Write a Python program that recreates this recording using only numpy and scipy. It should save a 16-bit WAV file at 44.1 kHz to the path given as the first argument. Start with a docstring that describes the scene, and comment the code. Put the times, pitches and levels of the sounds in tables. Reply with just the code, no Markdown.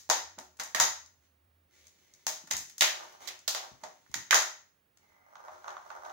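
"""A fingerboard is popped, flipped and landed on a wooden floor in a live room, then rolls away.
Each impact excites the damped modes of the deck and its metal trucks. Between tricks the wheels roll
and bump over the grain, and the axles rub. Hand and feet brush the floorboards and thud on them,
launching dispersive bending waves. The room adds echoes, reverberation and standing waves;
beneath it all lie faint hiss, a low hum that stops early and a thin electronic whine."""
import sys
import numpy as np
from scipy import signal
from scipy.fft import rfft, irfft, next_fast_len
from scipy.io import wavfile

SR = 44100
rng = np.random.default_rng(int(sys.argv[2]) if len(sys.argv) > 2 else 0)


def unload_audio(sound):
    """Save the sound as a 16-bit wav file, at the path given as the first command line argument."""
    columns = np.transpose(np.atleast_2d(sound))
    # keep every value between -1 and 1, then stretch to whole-number steps
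    steps = np.round(np.clip(columns, -1, 1) * 32767)
    wavfile.write(sys.argv[1], SR, steps.astype(np.int16))


N = 270099
TIME = np.arange(N) / SR
FREQS = np.fft.rfftfreq(4096, 1 / SR)
PUSH_S = 4.983  # start of the last, long push

# Broad response of the board on the floor: (frequency [Hz], gain [dB])
BOARD_RESPONSE = [(100, -38), (200, -32.5), (420, -16), (600, -5.5), (1000, -4.5), (1400, -5), (2000, -7),
                  (2700, -10.5), (4000, -8), (6600, -4.5), (7400, -5.5), (8300, -13.5), (12000, -16.5),
                  (16000, -17)]
# Modes of the board: (frequency [Hz], bandwidth [Hz], peak over the broad response [dB])
BOARD_RESONANCES = [(915.4, 160, 4), (1934, 370, 3), (3160, 170, 2), (3770, 460, 3.5), (5060, 750, 3),
                    (6210, 360, 4.5), (6737, 380, 5.5)]
# Contacts on the board, from the floor and from fingers pressing it before a pop: (time [s], level [dB], rattle
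# decay [s], freedom to ring [factor], hardness [dB/octave], struck part's frequency [Hz], its peak [dB], direct
# left minus right [dB])
IMPACTS = [(-0.06, -10, 0.0023, 0.58, 5, 5440, 0.5, -2.0), (0.091, -24, 0.0022, 0.5, 1, 705, 19, -20),
           (0.0992, 10.0, 0.0016, 1.67, -2.5, 5700.0, 3, 6.5),
           (0.382, -18, 0.0058, 0.39, -8.5, 710, -2, -8.5), (0.3867, -15.0, 0.0021, 1.2, 1, 730, 6, -1.5),
           (0.569, -35, 0.0038, 0.4, 1, 9000.0, 5.5, 1), (0.589, -28.5, 0.0053, 0.5, -1, 1410.0, 10, 4.0),
           (0.5971, -4.0, 0.0054, 1.4, -1, 1760, 3.5, -2), (0.6345, -12, 0.0025, 0.52, 19, 6500, 4.5, -3.5),
           (0.747, 3.5, 0.0028, 1.15, -0.5, 1830, 7.0, -7), (0.799, 13, 0.0018, 2.08, 1.0, 1170, 4.5, -1.5),
           (1.0605, -31, 0.001, 0.92, 5, 6440, 5, 4), (1.869, -27, 0.0011, 0.62, 2.5, 7030, 9, -1),
           (2.137, -29, 0.0018, 0.8, 6, 5500.0, 4, -3), (2.267, 3.0, 0.00076, 1.3, 2.5, 665, 4.5, -3),
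           (2.472, -23.5, 0.0043, 0.71, 1.5, 1320.0, 8, -3.0), (2.505, -16, 0.0064, 0.6, 2.5, 895, 11, 4),
           (2.51, 3, 0.0028, 1.94, 1.5, 2290, 5, -7), (2.5665, -4, 0.0019, 0.48, 17, 6300, 2, -6),
           (2.697, -22, 0.0021, 0.55, 8.5, 2200.0, 11, -6),
           (2.7808, -11.5, 0.0011, 0.46, 7.5, 5000.0, 0, 0.5),
           (2.8087, 12.5, 0.0012, 1.05, 2.5, 2790, 11.0, 1.0),
           (2.8208, 6, 0.00065, 0.35, -1.5, 2070, 10, -14), (3.2736, -6.5, 0.011, 0.7, 2.0, 3830, 6.5, -26),
           (3.2866, -10, 0.0012, 0.39, -1.0, 2780, 9, -4), (3.3904, -27.5, 0.0016, 0.6, 4.0, 6000.0, 6, -1),
           (3.4776, 4.5, 0.0045, 0.18, 4.5, 3870, 6, -10), (3.48, -5, 0.0013, 0.26, -6.5, 4500.0, 20, 12),
           (3.5479, -2.0, 0.00092, 1.1, -1.5, 3440, 6, -3.5),
           (3.8355, -10.5, 0.0049, 1.34, -7.0, 6500.0, 6, -7.5),
           (4.062, -36.5, 0.0021, 0.85, -5, 1540, 15, -13),
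           (4.1146, -31.5, 0.002, 0.67, 4.0, 890, 12.5, 1.5),
           (4.1411, -0.5, 0.0019, 2, 2.0, 1860.0, 8, -13.5),
           (4.3084, 11.5, 0.0012, 1.7, 2, 2130, 15, -11.5),
           (4.3274, 9, 0.00073, 0.32, -4.5, 1568, 11.5, -9), (4.344, 12.5, 0.0012, 1.9, 0.5, 4800, 0.5, -8),
           (4.9721, -36, 0.0016, 0.37, 2.5, 2070.0, 4.5, 5)]
def clacks(part_octaves=0.51, tail_db=3.0, spill_db_per_db=0.21):
    """Impact excitation: the struck part rings most, hard contacts are brighter, a grip damps the modes."""
    out = np.zeros((2, N))
    body = curve_at(BOARD_RESPONSE, FREQS)
    modes = resonances(BOARD_RESONANCES, FREQS)
    octaves = np.log2(np.clip(FREQS, 780, 6000))  # hardness tilts this band
    for s, db, rattle_s, freedom, hardness_db, part_hz, part_db, pan_db in IMPACTS:
        # Floor and deck tail ring low, the deck in the middle, the trucks high.
        part = np.exp(-.5 * (np.log2((FREQS + 1) / part_hz) / part_octaves) ** 2)
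        blow = ring(body + freedom * modes + hardness_db * octaves + part_db * part)
        path = contact_path(rattle_s, pan_db, tail_db + spill_db_per_db * db)  # strong blows spill more
        add(out, s, amp(db) * convolve(path, blow))
    return out


# The deck landing flat: (time [s], level [dB], frequency [Hz], time to fall 60 dB [s])
FLAT_LANDINGS = [(4.3285, -2, 1480, 0.013)]
def slaps(rise_s=0.0015, overtone_ratio=1.3, overtone_db=-6, pan_db=-2.0):
    """Damped free vibration: a flat landing radiates a short, woody ring of two partials."""
    out, t = np.zeros((2, N)), np.arange(2048) / SR
    for s, db, hz, t60 in FLAT_LANDINGS:
        phase = 2 * np.pi * hz * t
        deck = np.sin(phase) + amp(overtone_db) * np.sin(overtone_ratio * phase)
        envelope = (1 - np.exp(-(t / rise_s) ** 2)) * amp(-60 * t / t60)
        add(out, s, amp(db) * sides(pan_db) * deck * envelope)
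    return out


# Response of the finger-damped deck: (frequency [Hz], gain [dB])
DAMPED_DECK = [(200, -29.5), (420, -21.5), (650, -1.5), (1100, 9), (1600, -1), (2600, -15.5), (3800, -15.5),
               (5000, -24), (6400, -13), (8300, -36.5), (16000, -49)]
# Wheels dropping into grain and joints: (time [s], level [dB], brightness [dB/octave])
WHEEL_DROPS = [(5.3544, -20.5, 3), (5.41, -36, 2), (5.4817, -15, -2.5), (5.6429, -17, -1),
               (5.6801, -11, 2.6), (5.704, -24.5, 8.5), (5.7671, -14, -1.5), (5.9027, -13, 0.5),
               (5.971, -22, -5), (6.0498, -21, 6), (6.0968, -22, 4)]
def bumps():
    """Damped impact: a wheel drops into a groove, and the fingers dull the deck's knock."""
    out, octaves = np.zeros((2, N)), np.log2(np.clip(FREQS, 500, 4000))
    for s, db, bright_db in WHEEL_DROPS:
        blow = ring(curve_at(DAMPED_DECK, FREQS) + bright_db * octaves)
        path = contact_path(rattle_s=0.0015, pan_db=-4, tail_db=-2.0)
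        add(out, s, amp(db) * convolve(path, blow))
    return out


# Coasting after a landing: (start [s], duration [s], initial level [dB])
COAST_RUNS = [(2.818, 0.35, -44), (3.191, 0.059, -49.5), (3.516, .16, -45.5), (3.806, 0.022, -47.5)]
def rolling_strength(push_db=-50, run_up_s=.54, start_speed=.33, speed_power=2.59, slowing_db_per_s=44.5):
    """Power law of rolling noise: it grows with speed in the long push and fades as each coast slows."""
    run_up = np.clip((TIME - PUSH_S) / run_up_s, 0, 1)
    speed = start_speed + (1 - start_speed) * run_up ** 2  # share of full speed
    gain = amp(push_db) * (TIME > PUSH_S) * speed ** speed_power
    for s, length, db in COAST_RUNS:
        age = np.maximum(TIME - s, 0)
        settling = np.minimum(age / 0.027, 1)
        finger_stop = np.exp(-np.maximum(age - length, 0) / 0.02)
        gain += amp(db - slowing_db_per_s * age) * settling * finger_stop
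    return gain


# Wheel noise through deck and floor: (frequency [Hz], gain [dB])
WHEEL_SPECTRUM = [(100, -31.5), (250, -29.5), (400, -16), (620, -1), (1150, 0), (1500, -4.5), (2100, -17),
                  (2600, -33.5), (4000, -34), (5000, -23.5), (6300, -22), (8300, -36), (16000, -39)]
def wheels(rolling):
    """Roughness excitation: the wood grain shakes the rolling wheels, and with them deck and floor."""
    return friction(rolling, WHEEL_SPECTRUM, per_s=880, spread_db=9.0)


def axle_whirr(band_hz=(1980, 2180), db=-72, length_s=0.52):
    """Narrow-band friction noise: the axles sing while the long push is still slow."""
    band = signal.butter(2, band_hz, "band", fs=SR, output="sos")
    rub = np.sqrt(N) * unit(signal.sosfilt(band, rng.standard_normal((2, N))))
    return amp(db) * np.sqrt(arch(PUSH_S, length_s)) * rub


# Spectrum of rubbing: (frequency [Hz], gain [dB])
RUB_SPECTRUM = [(100, -16), (400, -1.5), (1000, -11.5), (1500, -10.5), (2050, 0.5), (2800, -4.5),
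                (4000, -2), (5000, -4.5), (6400, 1), (8300, -12), (16000, -17.5)]
# Strokes of fingers and board over the floor: (start [s], duration [s], level [dB])
RUB_STROKES = [(-.1, 0.27, -80.5), (1.202, 0.071, -71), (1.676, 0.22, -63.5), (1.832, 0.54, -67.5),
               (2.219, 0.24, -64.5), (2.512, 0.075, -60), (2.71, 0.54, -59.5), (3.185, 0.14, -52.5),
               (3.3, 0.92, -68), (4.048, 0.22, -63.5), (4.922, 0.26, -76)]
def brushing(rolling, axle_db=-16.5):
    """Sliding friction: each stroke swells and fades, and the axles rub in step with the wheel noise."""
    strokes = sum(amp(db) * arch(s, length) ** 0.99 for s, length, db in RUB_STROKES)
    return friction(strokes + amp(axle_db) * rolling, RUB_SPECTRUM, per_s=1900, spread_db=5.0)


def friction(gain, spectrum, per_s, spread_db):
    """Shot noise: countless tiny collisions with the wood grain sound through the board and the room."""
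    sizes = amp(spread_db * np.minimum(rng.exponential(1, N), 4)) * rng.choice([-1, 1], N)
    collides = rng.random(N) < per_s / SR
    grains = np.sqrt(N) * unit(sizes * collides) * gain
    path = contact_path(rattle_s=0.00026, pan_db=-3.0, tail_db=1.0)
    response = convolve(path, ring(curve_at(spectrum, FREQS)))
    return convolve(response, grains)[:, :N]


# Soft blows of hand and feet: (time [s], level [dB], lower band edge [Hz], left minus right [dB])
FLOOR_BLOWS = [(0.091, -28.5, 180, -4), (0.374, -28, 170, -2.5), (0.591, -31.5, 191, 1),
               (0.747, -30, 192, -1.5), (0.795, -22.5, 62, -11), (2.265, -32.5, 149, -2),
               (2.435, -31, 172, 1), (2.503, -31.5, 152, 1), (2.539, -25.5, 65, 13), (2.596, -36.5, 84, 12),
               (2.806, -25, 60, 6.5), (3.476, -39, 129, 2), (3.713, -32.5, 74.4, 12.5),
               (3.826, -34.5, 173, 6), (4.094, -38, 54.7, 17), (4.156, -28.5, 108, 17.5),
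               (4.328, -28.5, 55, 6)]
def thuds(top_hz=320, lag_s=0.011, lag_hz=70, tail_db=-7, scatter=0.86, scatter_s=0.075):
    """Dispersion: low bending waves lag and scatter at the planks' edges, so each thud sinks and blurs."""
    out, t = np.zeros((2, N)), np.arange(2048) / SR
    hz = np.fft.rfftfreq(SR // 4, 1 / SR) + 1
    group_delay = np.maximum(lag_s * (np.sqrt(lag_hz / hz) - np.sqrt(lag_hz / 600)), 0)
    travel = np.exp(-2j * np.pi * np.cumsum(group_delay) * (hz[1] - hz[0]))
    for s, db, low_hz, pan_db in FLOOR_BLOWS:
        band = signal.butter(3, [low_hz, top_hz], "band", fs=SR, output="sos")
        spectrum = signal.sosfreqz(band, hz, fs=SR)[1] / np.sqrt(hz)
        wave = unit(irfft(spectrum * travel))
        scattered = unit(rng.standard_normal(len(t)) * np.exp(-t / scatter_s))
        planks = unit((t == 0) + scatter * scattered)
        path = amp(tail_db) * room_tail()
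        add(path, 0, np.array([planks, planks]))
        add(out, s, amp(db) * sides(pan_db) * convolve(path, wave))
    return out


# Echoes off nearby surfaces: (delay [s], left gain [dB], right gain [dB])
EARLY_REFLECTIONS = [(.0034, -14, -5), (.0113, -6, -17), (0.014, -15, -20), (0.0234, -13, -16)]
def contact_path(rattle_s, pan_db, tail_db, shared=0.59, rise_s=0.0012):
    """Multipath propagation: a contact's chatter arrives directly, as echoes and as a diffuse tail."""
    t = np.arange(1024) / SR
    chatter = rng.standard_normal((3, len(t))) * np.exp(-t / rattle_s) * (1 - np.exp(-t / rise_s))
    spectrum = rfft(chatter[:2] + shared * chatter[2])
    direct = unit(irfft(spectrum / np.sqrt(abs(spectrum) + 1e-12)))  # hard contacts have flatter spectra
    out = amp(tail_db) * room_tail()
    add(out, 0, direct * sides(pan_db))
    for delay, left_db, right_db in EARLY_REFLECTIONS:
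        add(out, delay, direct * amp([[left_db], [right_db]]))
    return out / np.sqrt(np.sum(out ** 2) / 2)


# Reverberation time: (frequency [Hz], time to fall 60 dB [s])
REVERB_TIMES = [(80, 0.33), (200, 0.48), (600, 0.33), (1400, 0.4), (3500, 0.38), (6300, 0.39), (9000, 0.32),
                (15000, 0.32)]
# Sound thrown back by the walls: (frequency [Hz], level [dB])
WALL_SPECTRUM = [(300, 0.5), (700, 0.5), (1400, -1.5), (3500, -1), (6300, -2), (8500, -4), (15000, 0.5)]
def room_tail(build_s=0.0064, coherent_hz=330):
    """Diffuse reverberation: it builds up, each band decays at its own rate, and both sides share bass."""
    hz, t = np.fft.rfftfreq(256, 1 / SR)[:, None], np.arange(190) * 128 / SR
    real, imag = rng.standard_normal((2, 2, len(hz), len(t)))
    left, independent = real + 1j * imag
    coherence = np.exp(-.5 * (hz / coherent_hz) ** 2)
    right = coherence * left + np.sqrt(1 - coherence ** 2) * independent
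    decay = amp(curve_at(WALL_SPECTRUM, hz) - 60 * t / curve_at(REVERB_TIMES, hz))
    tail = signal.istft(np.array([left, right]) * decay)[1]
    build_up = 1 - np.exp(-np.arange(tail.shape[1]) / SR / build_s)
    return unit(tail * build_up)


# Modes between floor and walls: (frequency [Hz], bandwidth [Hz], peak [dB])
ROOM_RESONANCES = [(367, 14, 9), (624, 13, 8), (737, 16, 7.5), (797, 16, 4), (893, 20, 3), (1415, 16, 4),
                   (1834, 14, 4), (1879, 14, 4)]
def standing_waves(sound):
    """Room resonance: standing waves reinforce and prolong narrow bands of the sound."""
    modes = resonances(ROOM_RESONANCES, np.fft.rfftfreq(16384, 1 / SR))
    return convolve(sound, ring(modes))[:, :N]


# Mismatch of the two microphone ports: (frequency [Hz], left minus right [dB])
PORT_MISMATCH = [(100, 1.5), (500, 0.5), (850, 1), (1250, 1.5), (1900, -3), (2700, 6), (3900, -4.5),
                 (5200, 1.5), (6200, 7), (7300, -2), (9500, 7.5), (12000, 4), (14500, -7.5)]
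def ports(sound):
    """Interchannel level difference: two unlike ports colour left and right in opposite ways."""
    left = colour(sound[0], [(hz, db / 2) for hz, db in PORT_MISMATCH])
    right = colour(sound[1], [(hz, -db / 2) for hz, db in PORT_MISMATCH])
    return np.array([left, right])


# Still air and hiss: (frequency [Hz], relative level [dB])
AIR_SPECTRUM = [(20, -7), (45, -9.5), (80, 8), (120, -0.5), (250, -1), (500, -5), (1000, -8), (2000, -10.5),
                (4000, -17), (8000, -22.5), (12000, -19), (15000, -23.5)]
def background(air_db=-75, hum_db=-75.5, hum_hz=80, waver_hz=7, flutter_db=3, hum_stop_s=1.88):
    """Noise floor: broadband air, a randomly modulated hum that stops, an electronic whine on the right."""
    noise = rng.standard_normal((3, N))
    air = np.sqrt(N) * unit(colour(noise[:2] + 0.96 * noise[2], AIR_SPECTRUM))  # partly shared by the sides
    knots = np.linspace(0, N, 130)
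    drift, flutter = (np.interp(np.arange(N), knots, row) for row in rng.standard_normal((2, len(knots))))
    hum_phase = 2 * np.pi * np.cumsum(hum_hz + waver_hz * drift) / SR
    running = np.exp(-np.maximum(TIME - hum_stop_s, 0) / 0.025)
    hum = np.sqrt(2) * amp(hum_db + flutter_db * flutter) * running * np.sin(hum_phase)
    whine = np.sqrt(2) * amp([[-91], [-74]]) * np.sin(2 * np.pi * 15600 * TIME)
    return amp(air_db) * air + hum + whine


def amp(db):
    """Decibels to amplitude ratio."""
    return 10 ** (np.asarray(db) / 20)


def sides(db):
    """Left and right gains for a level difference."""
    return amp(np.array([[db], [-db]]) / 2)


def unit(x):
    """Normalisation to unit energy in each channel."""
    return x / np.sqrt(np.sum(x ** 2, -1, keepdims=True) + 1e-20)


def arch(start_s, length_s):
    """A half-sine envelope."""
    return np.sin(np.pi * np.clip((TIME - start_s) / length_s, 0, 1))


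def curve_at(points, hz):
    """Interpolation on a logarithmic frequency axis."""
    f, value = np.transpose(points)
    return np.interp(np.log(hz + 1), np.log(f + 1), value)


def resonances(modes, freqs):
    """Resonance curves: one Lorentzian peak in dB for each mode."""
    return sum(db / (1 + (2 * (freqs - hz) / width) ** 2) for hz, width, db in modes)


def ring(db):
    """Minimum phase: the causal, unit-energy impulse response of a body with this gain curve."""
    log_gain = np.log(amp(np.r_[db, db[-2:0:-1]]))
    spectrum = np.exp(np.conj(signal.hilbert(log_gain)))
    return unit(np.fft.ifft(spectrum).real[:len(db)])


def colour(x, points):
    """Zero-phase filtering by a gain curve."""
    size = next_fast_len(N + 4096)
    gain = amp(curve_at(points, np.fft.rfftfreq(size, 1 / SR)))
    return irfft(rfft(x, size) * gain, size)[..., :N]


def convolve(stereo, mono):
    """Convolution of each channel with one signal."""
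    return signal.fftconvolve(stereo, mono[None], axes=1)


def add(mix, s, sound):
    """Superposition of a stereo sound at time s."""
    at = round(s * SR)
    sound = sound[:, max(-at, 0):]
    part = mix[:, max(at, 0):][:, :sound.shape[1]]
    part += sound[:, :part.shape[1]]


def scene():
    """Superposition: all sources on the floor drive the room's modes and are heard over the noise floor."""
    rolling = rolling_strength()
    rubbing = wheels(rolling) + brushing(rolling)
    floor = clacks() + slaps() + bumps() + rubbing + axle_whirr() + thuds()
    return ports(standing_waves(floor)) + background()


def record(dry):
    """Band limiting: a steep linear-phase low-pass removes the highest treble."""
    low_pass = signal.firwin(767, 15830, window=("kaiser", 8), fs=SR)
    return signal.oaconvolve(dry, low_pass[None], "same")


dry = scene()
out = record(dry)
unload_audio(out)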